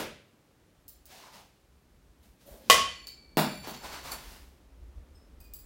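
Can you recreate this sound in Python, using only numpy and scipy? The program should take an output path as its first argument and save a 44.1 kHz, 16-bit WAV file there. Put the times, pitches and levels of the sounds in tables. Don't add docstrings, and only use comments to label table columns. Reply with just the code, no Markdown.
import sys
import numpy as np
from scipy import signal
from scipy.fft import rfft, irfft, next_fast_len
from scipy.io import wavfile
from scipy.ndimage import uniform_filter1d

SR = 44100
rng = np.random.default_rng(int(sys.argv[2]) if len(sys.argv) > 2 else 0)


def file_out(sig):
    cols = np.atleast_2d(sig).T
    lim = np.clip(cols, -1, 1)
    pcm = np.round(lim * 32767).astype(np.int16)
    wavfile.write(sys.argv[1], SR, pcm)


N = 249165
LEAD = SR // 10

# (frequency [Hz], relative level [dB])
TICK_COLOUR = [(1000, -37), (3000, 7.5), (5000, 4.5), (9000, 4.5), (12000, 7.5), (14000, 7), (16000, 16)]


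def undb(db):
    return 10 ** (np.asarray(db) / 20)


def unit(x):
    return x / np.sqrt(np.mean(x ** 2))


def over_hz(table, hz):
    table_hz, values = np.transpose(table)
    return np.interp(np.log(np.maximum(hz, 1)), np.log(table_hz), values)


def band(centre_hz, width_hz, size, order=2):
    low_hz = np.sqrt(centre_hz ** 2 + width_hz ** 2 / 4) - width_hz / 2
    high_hz = min(low_hz + width_hz, .45 * SR)
    sos = signal.butter(order, [low_hz, high_hz], "bandpass", fs=SR, output="sos")
    return unit(signal.sosfilt(sos, rng.standard_normal(size)))


def above(x, low_hz):
    return signal.sosfilt(signal.butter(3, low_hz, "highpass", fs=SR, output="sos"), x)


def blow(colour, size=4096, rough=.45):
    bins_hz = np.arange(size // 2 + 1) * SR / size
    cepstrum = irfft(np.log(undb(over_hz(colour, bins_hz))))
    cepstrum[1:size // 2] *= 2
    cepstrum[size // 2 + 1:] = 0
    y = irfft(np.exp(rfft(cepstrum)))
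    for lag in rng.integers(3, 20, size=3):
        a = np.r_[1, np.zeros(lag - 1), -rough]
        y = signal.lfilter(a[::-1], a, y)
    return y / np.abs(y).max()


def ring(modes, length_s):
    t = np.arange(int(length_s * SR)) / SR
    hz, db, t60_s = np.transpose(modes)[:, :, None]
    phase = 2 * np.pi * rng.random((len(modes), 1))
    decay = (hz < .45 * SR) * undb(db - 60 * t / t60_s)
    waves = decay * np.sin(2 * np.pi * hz * t + phase)
    return waves.sum(0) * np.minimum(1, (length_s - t) / .004)


def spike(db, bright_db, low_db, t60_s, third_hz, length_s, split=.003):
    bar_hz = [872, 2350, 4497, 7245, 10645, 14575, 19000]
    # (relative level [dB], share of t60 [ratio])
    bar = [(-20, .6), (0, 1), (0, 1.3), (-4, .9), (-6, .8), (-4, .75), (-8, .6)]
    modes = []
    for hz, (mode_db, share) in zip(bar_hz, bar):
        octave = np.log2(hz / bar_hz[2])
        tilt_db = bright_db * octave if octave >= 0 else low_db
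        pitch_hz = hz * third_hz / bar_hz[2]
        for side in (-1, 1):
            modes.append((pitch_hz * (1 + side * split), db + mode_db + tilt_db, t60_s * share))
    return ring(modes, length_s)


def add(track, s, sound):
    i = LEAD + int(s * SR)
    track[i:i + len(sound)] += sound[:len(track) - i]


def hall(x, wet_db, echoes=(), scatter_s=.0005):
    # (frequency [Hz], t60 [s])
    hall_t60 = [(60, 1), (250, 0.42), (1000, 0.37), (2500, 0.54), (5000, 0.45), (9000, 0.36), (15000, 0.21)]
    t = np.arange(int(.9 * SR)) / SR
    tail = np.zeros(len(t))
    for hz in 50 * 2 ** np.arange(0, 8.6, .5):
        tail += np.sqrt(hz) * band(hz, hz / 2.7, len(t)) * undb(-60 * t / over_hz(hall_t60, hz))
    tail *= 1 - np.exp(-t / 0.0074)
    tail *= undb(wet_db) / np.sqrt(np.sum(tail ** 2))
    tail[0] = 1
    for delay_s, db in echoes:
        smear = rng.standard_normal(len(t)) * (t >= delay_s) * np.exp(-np.abs(t - delay_s) / scatter_s)
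        tail += undb(db) * smear / np.sqrt(np.sum(smear ** 2))
    return signal.fftconvolve(x, tail)[:len(x)]


def background():
    # (frequency [Hz], relative density [dB])
    air_colour = [(53, -30), (90, -4), (210, -9.5), (249, -20.5), (303, -19), (593, -16), (647, -21),
                  (1020, -22), (16000, -35.5)]
    # (time [s], level before waver [dB])
    rumble = [(0.0, -56), (0.05, -54), (0.24, -80), (1.12, -63), (1.16, -75.5), (2.2, -59.5), (2.49, -74),
              (2.52, -55), (2.66, -68), (2.74, -50), (2.93, -64.5), (4.53, -52.5), (4.56, -63.5),
              (4.99, -45), (5.27, -60), (5.33, -52.5), (5.6, -51), (5.65, -54)]
    # (time [s], level [dB])
    murmur = [(0, -66), (1.6, -71.5), (3.2, -64.5), (4.3, -68), (5.0, -63.5), (5.65, -65)]
    air_db, waver_hz, waver_db = -67.5, 6, 2.5
    size = next_fast_len(N)
    hz = np.arange(size // 2 + 1) * SR / size
    spectrum = rfft(rng.standard_normal(size)) * undb(over_hz(air_colour, hz)) * (hz > 30)
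    air = unit(irfft(spectrum, size)[:N])
    t = np.arange(N) / SR
    waver = band(waver_hz, waver_hz, N, order=1)
    rumble_db = np.interp(t, *np.transpose(rumble)) + waver_db * waver
    low = undb(rumble_db) * band(52, 32, N, order=3)
    mid = undb(np.interp(t, *np.transpose(murmur))) * band(250, 180, N, order=1)
    return undb(air_db) * air + low + mid


def landings():
    # (time [s], thud level [dB], tick level [dB])
    contacts = [(3.3711, -17, -14), (3.6726, -35.5, -24.5), (3.85, -70, -50), (3.917, -74, -47),
                (4.112, -47, -42), (4.118, -63, -45)]
    # (frequency [Hz], relative level [dB])
    earlier_colour = [(47, -56), (80, -16.5), (563, 0), (820, -10), (958, -9.5), (1400, -12), (2040, -14),
                      (2900, -16.5), (9000, -24.5), (16000, -19)]
    # (frequency [Hz], relative level [dB])
    thud_colour = [(47, -61), (80, -33), (128, -6), (346, -10.5), (496, -15), (616, 1), (2430, -16),
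                   (2860, -18), (6000, -24), (7800, -35), (13200, -120)]
    # (frequency [Hz], relative level [dB], t60 [s])
    boards = [(154.4, -11, 0.12), (208.4, -9.5, 0.17), (245.6, -5.5, 0.13), (343.6, -4.5, 0.072),
              (419, -6, 0.067), (596, -8.5, 0.072), (798, -10, 0.069)]
    # (delay [s], level [dB])
    mat_echoes = [(.0052, -4), (.014, -8), (.0205, -3), (.0252, -6), (.033, -8), (.0365, -8)]
    earlier_s, earlier_peak_db = -0.046, -17
    boards_re_thud_db, mat_low_hz = -0.5, 123
    mat_wet_db, boards_wet_db = 10, -2
    x, before, floor = np.zeros((3, N + LEAD))
    add(before, earlier_s, undb(earlier_peak_db) * blow(earlier_colour))
    for s, thud_db, tick_db in contacts:
        add(x, s, undb(thud_db) * blow(thud_colour))
        add(floor, s, undb(thud_db + boards_re_thud_db) * ring(boards, .3))
        add(x, s, undb(tick_db) * blow(TICK_COLOUR))
    contact_wet = hall(before + above(x, mat_low_hz), mat_wet_db, mat_echoes)
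    return contact_wet + hall(above(floor, mat_low_hz), boards_wet_db)


def clinks():
    # (time [s], ring level before waver [dB], brightness [dB per octave], low modes [dB],
    # t60 [s], third mode [Hz], tick level [dB])
    touches = [(0.881, -69.5, 14, -30, 0.058, 4540, -29.5), (0.8797, -80, 19, -24, 0.046, 4000, -52),
               (0.881, -68, 0, -28, 0.041, 5170, -62), (1.0555, -75, 11.5, -26, 0.12, 4980, -31),
               (3.0703, -41, -7, -11, 0.022, 4530, -29), (5.145, -70, -2.5, -28.5, 0.13, 5200, -69),
               (5.403, -76, -3.5, 2, 0.13, 4783, -37), (5.405, -72, 11.5, -31, 0.085, 5030, -66),
               (5.441, -76.5, 4.5, 4.5, 0.23, 4725, -41), (5.536, -59, 13, -31, 0.073, 4790, -26),
               (5.548, -76, -3, -1, 0.087, 4762, -46), (5.591, -74, 11, -34, 0.085, 4520, -48.5)]
    # (delay [s], level [dB])
    clink_echoes = [(.003, -4.5), (.007, -2.5), (0.012, -4), (0.02, -14)]
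    tick_low_hz, clink_wet_db, waver_db = 4100, 2, 2.34
    rings, ticks = np.zeros((2, N + LEAD))
    for s, *contact, tick_db in touches:
        add(rings, s, spike(*contact, 0.34, split=0.0049))
        add(ticks, s, undb(tick_db) * blow(TICK_COLOUR))
    waver = undb(waver_db * band(82, 145, N + LEAD, order=1))
    return hall(rings * waver + above(ticks, tick_low_hz), clink_wet_db, clink_echoes)


def rubs(catch_db=0.5, catch_s=0.011):
    # (start [s], rise [s], hold [s], fade [dB per s], ridge pitch at full level [Hz],
    # hum half width [Hz], hum [dB], rasp [dB], hiss [dB], low drag [dB])
    strokes = [(1.06, 0.053, .06, 61, 742, 151, -58, -55.5, -60.5, -78),
               (1.167, .07, 0.037, 151, 981, 150, -55, -61, -80, -89),
               (1.316, 0.02, 0.037, 170, 903, 140, -54.5, -56, -61.5, -62.5),
               (2.211, 0.024, 0.018, 116.5, 577, 200, -73, -71.5, -68, -88),
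               (2.389, 0.024, 0.0078, 145.5, 585, 200, -70, -66, -67, -90),
               (2.437, .04, .07, 90, 572, 50.4, -54.5, -65, -61, -61),
               (2.596, 0.11, 0.08, 200, 584, 250, -64.5, -56.5, -61, -49.5),
               (3.519, 0.016, .01, 295.5, 900, 400, -54, -55, -64, -64),
               (3.617, .03, .02, 153, 951, 400, -47, -50.5, -66, -69),
               (3.723, 0.016, 0.0085, 200.5, 1000, 400, -50, -50, -74, -66),
               (3.801, 0.042, .02, 120, 998, 400, -44, -48.5, -54, -65),
               (3.889, .04, .02, 111, 1005, 394, -45, -47, -54, -80),
               (4.025, 0.026, 0.041, 100, 950.5, 344, -45, -48, -52, -72),
               (4.101, 0.022, 0.0084, 398.5, 996, 400, -43.5, -46, -41.5, -72),
               (4.167, .02, .15, 89.5, 900.6, 350, -58, -56.5, -58, -64)]
    # (centre [Hz], width [Hz])
    rub_bands = [(3060, 4400), (11800, 14000), (230, 240)]
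    start_db, end_db = -18, -30
    sag, wet_db = .2, -11
    x = np.zeros(N + LEAD)
    for s, rise_s, hold_s, fade, ridge_hz, half_width_hz, hum_db, *levels_db in strokes:
        corners_s = np.cumsum([0, rise_s, hold_s, -end_db / fade])
        t = np.arange(0, corners_s[-1], 1 / SR)
        stroke_db = np.interp(t, corners_s, [start_db, 0, 0, end_db])
        catch = unit(uniform_filter1d(rng.standard_normal(len(t)), int(catch_s * SR)))
        phase = 2 * np.pi * np.cumsum(ridge_hz * (1 - sag * stroke_db / end_db)) / SR
        b, a = signal.butter(1, half_width_hz, fs=SR)
        slow = signal.lfilter(b, a, rng.standard_normal((2, len(t))))
        mix = undb(hum_db) * unit(slow[0] * np.cos(phase) + slow[1] * np.sin(phase))
        for (hz, width_hz), db in zip(rub_bands, levels_db):
            mix += undb(db) * band(hz, width_hz, len(t))
        add(x, s, mix * undb(stroke_db + catch_db * catch))
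    return hall(x, wet_db)


def thrown():
    # (time [s], level before flutter [dB], brightness [dB per octave], low modes [dB],
    # t60 [s], third mode [Hz])
    contacts = [(2.461, -79.5, 11.5, -15, 1.3, 4394), (2.7002, -54.5, -7.5, -2.5, 3.6, 4473),
                (3.0705, -63, -24, -3, 2.5, 4434), (3.372, -51.5, 2.5, -3, 1.8, 4520),
                (3.6734, -59, 1, -20, 3.2, 4476), (4.118, -42, 3, -13, 0.12, 4497)]
    tumble_hz, tumble_db, wet_db = 45, 2.5, -10
    x = np.zeros(N + LEAD)
    ends_s = [row[0] for row in contacts[1:]] + [contacts[-1][0] + .4]
    for (s, *contact), end_s in zip(contacts, ends_s):
        add(x, s, spike(*contact, end_s - s))
    flutter = undb(tumble_db * band(tumble_hz, tumble_hz, len(x), order=1))
    return hall(x * flutter, wet_db)


def tube():
    # (frequency [Hz], relative level [dB])
    clack_colour = [(59, -64.5), (100, -36.5), (302, -29.5), (676, -6.5), (872, -23), (1100, -6),
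                    (1420, -17), (1950, -12), (2170, -18), (3050, -9.5), (4290, -17.5), (4870, -13),
                    (16000, -27)]
    wall_hz = [250, 500, 727, 1100, 1222, 2003, 2464, 2735, 2832, 2947, 3096, 3690]
    # (relative level [dB], t60 [s])
    wall_modes = [(-17.5, 0.049), (-5.5, 0.036), (-18, 0.084), (0.5, 0.15), (-15.5, 0.058), (-9, 0.12),
                  (-7.5, .06), (-10.5, .04), (-17.5, .04), (-10.5, 0.078), (-7.5, 0.16), (-15.5, 0.027)]
    # (frequency [Hz], level before build-up [dB], t60 [s])
    backing = [(62.1, -50, 0.22), (88, -47.5, 0.19), (120, -51.5, 0.11)]
    # (delay [s], level [dB])
    tube_echoes = [(.0012, -1), (.0026, -1), (.0087, 0), (.0105, -1), (.0195, -4), (.0275, -5), (.044, -10)]
    clack_s, clack_peak_db, wall_db = 2.6992, -0.88, -10
    backing_lag_s, wall_low_hz = .012, 190
    crack_wet_db, wall_wet_db = 6, -3
    crack, wall = np.zeros((2, N + LEAD))
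    add(crack, clack_s, undb(clack_peak_db) * blow(clack_colour))
    add(wall, clack_s, undb(wall_db) * ring(np.c_[wall_hz, wall_modes], 0.45))
    boom = ring(backing, .4)
    build_up = 1 - np.exp(-np.arange(len(boom)) / SR / backing_lag_s)
    add(crack, clack_s, boom * build_up)
    return hall(crack, crack_wet_db, tube_echoes) + hall(above(wall, wall_low_hz), wall_wet_db)


def scene():
    events = landings() + clinks() + rubs() + thrown() + tube()
    return (events[LEAD:] + background())[None]


def record(dry):
    top_hz = 15900
    return signal.sosfilt(signal.ellip(10, .3, 100, top_hz, fs=SR, output="sos"), dry)


dry = scene()
out = record(dry)
file_out(out)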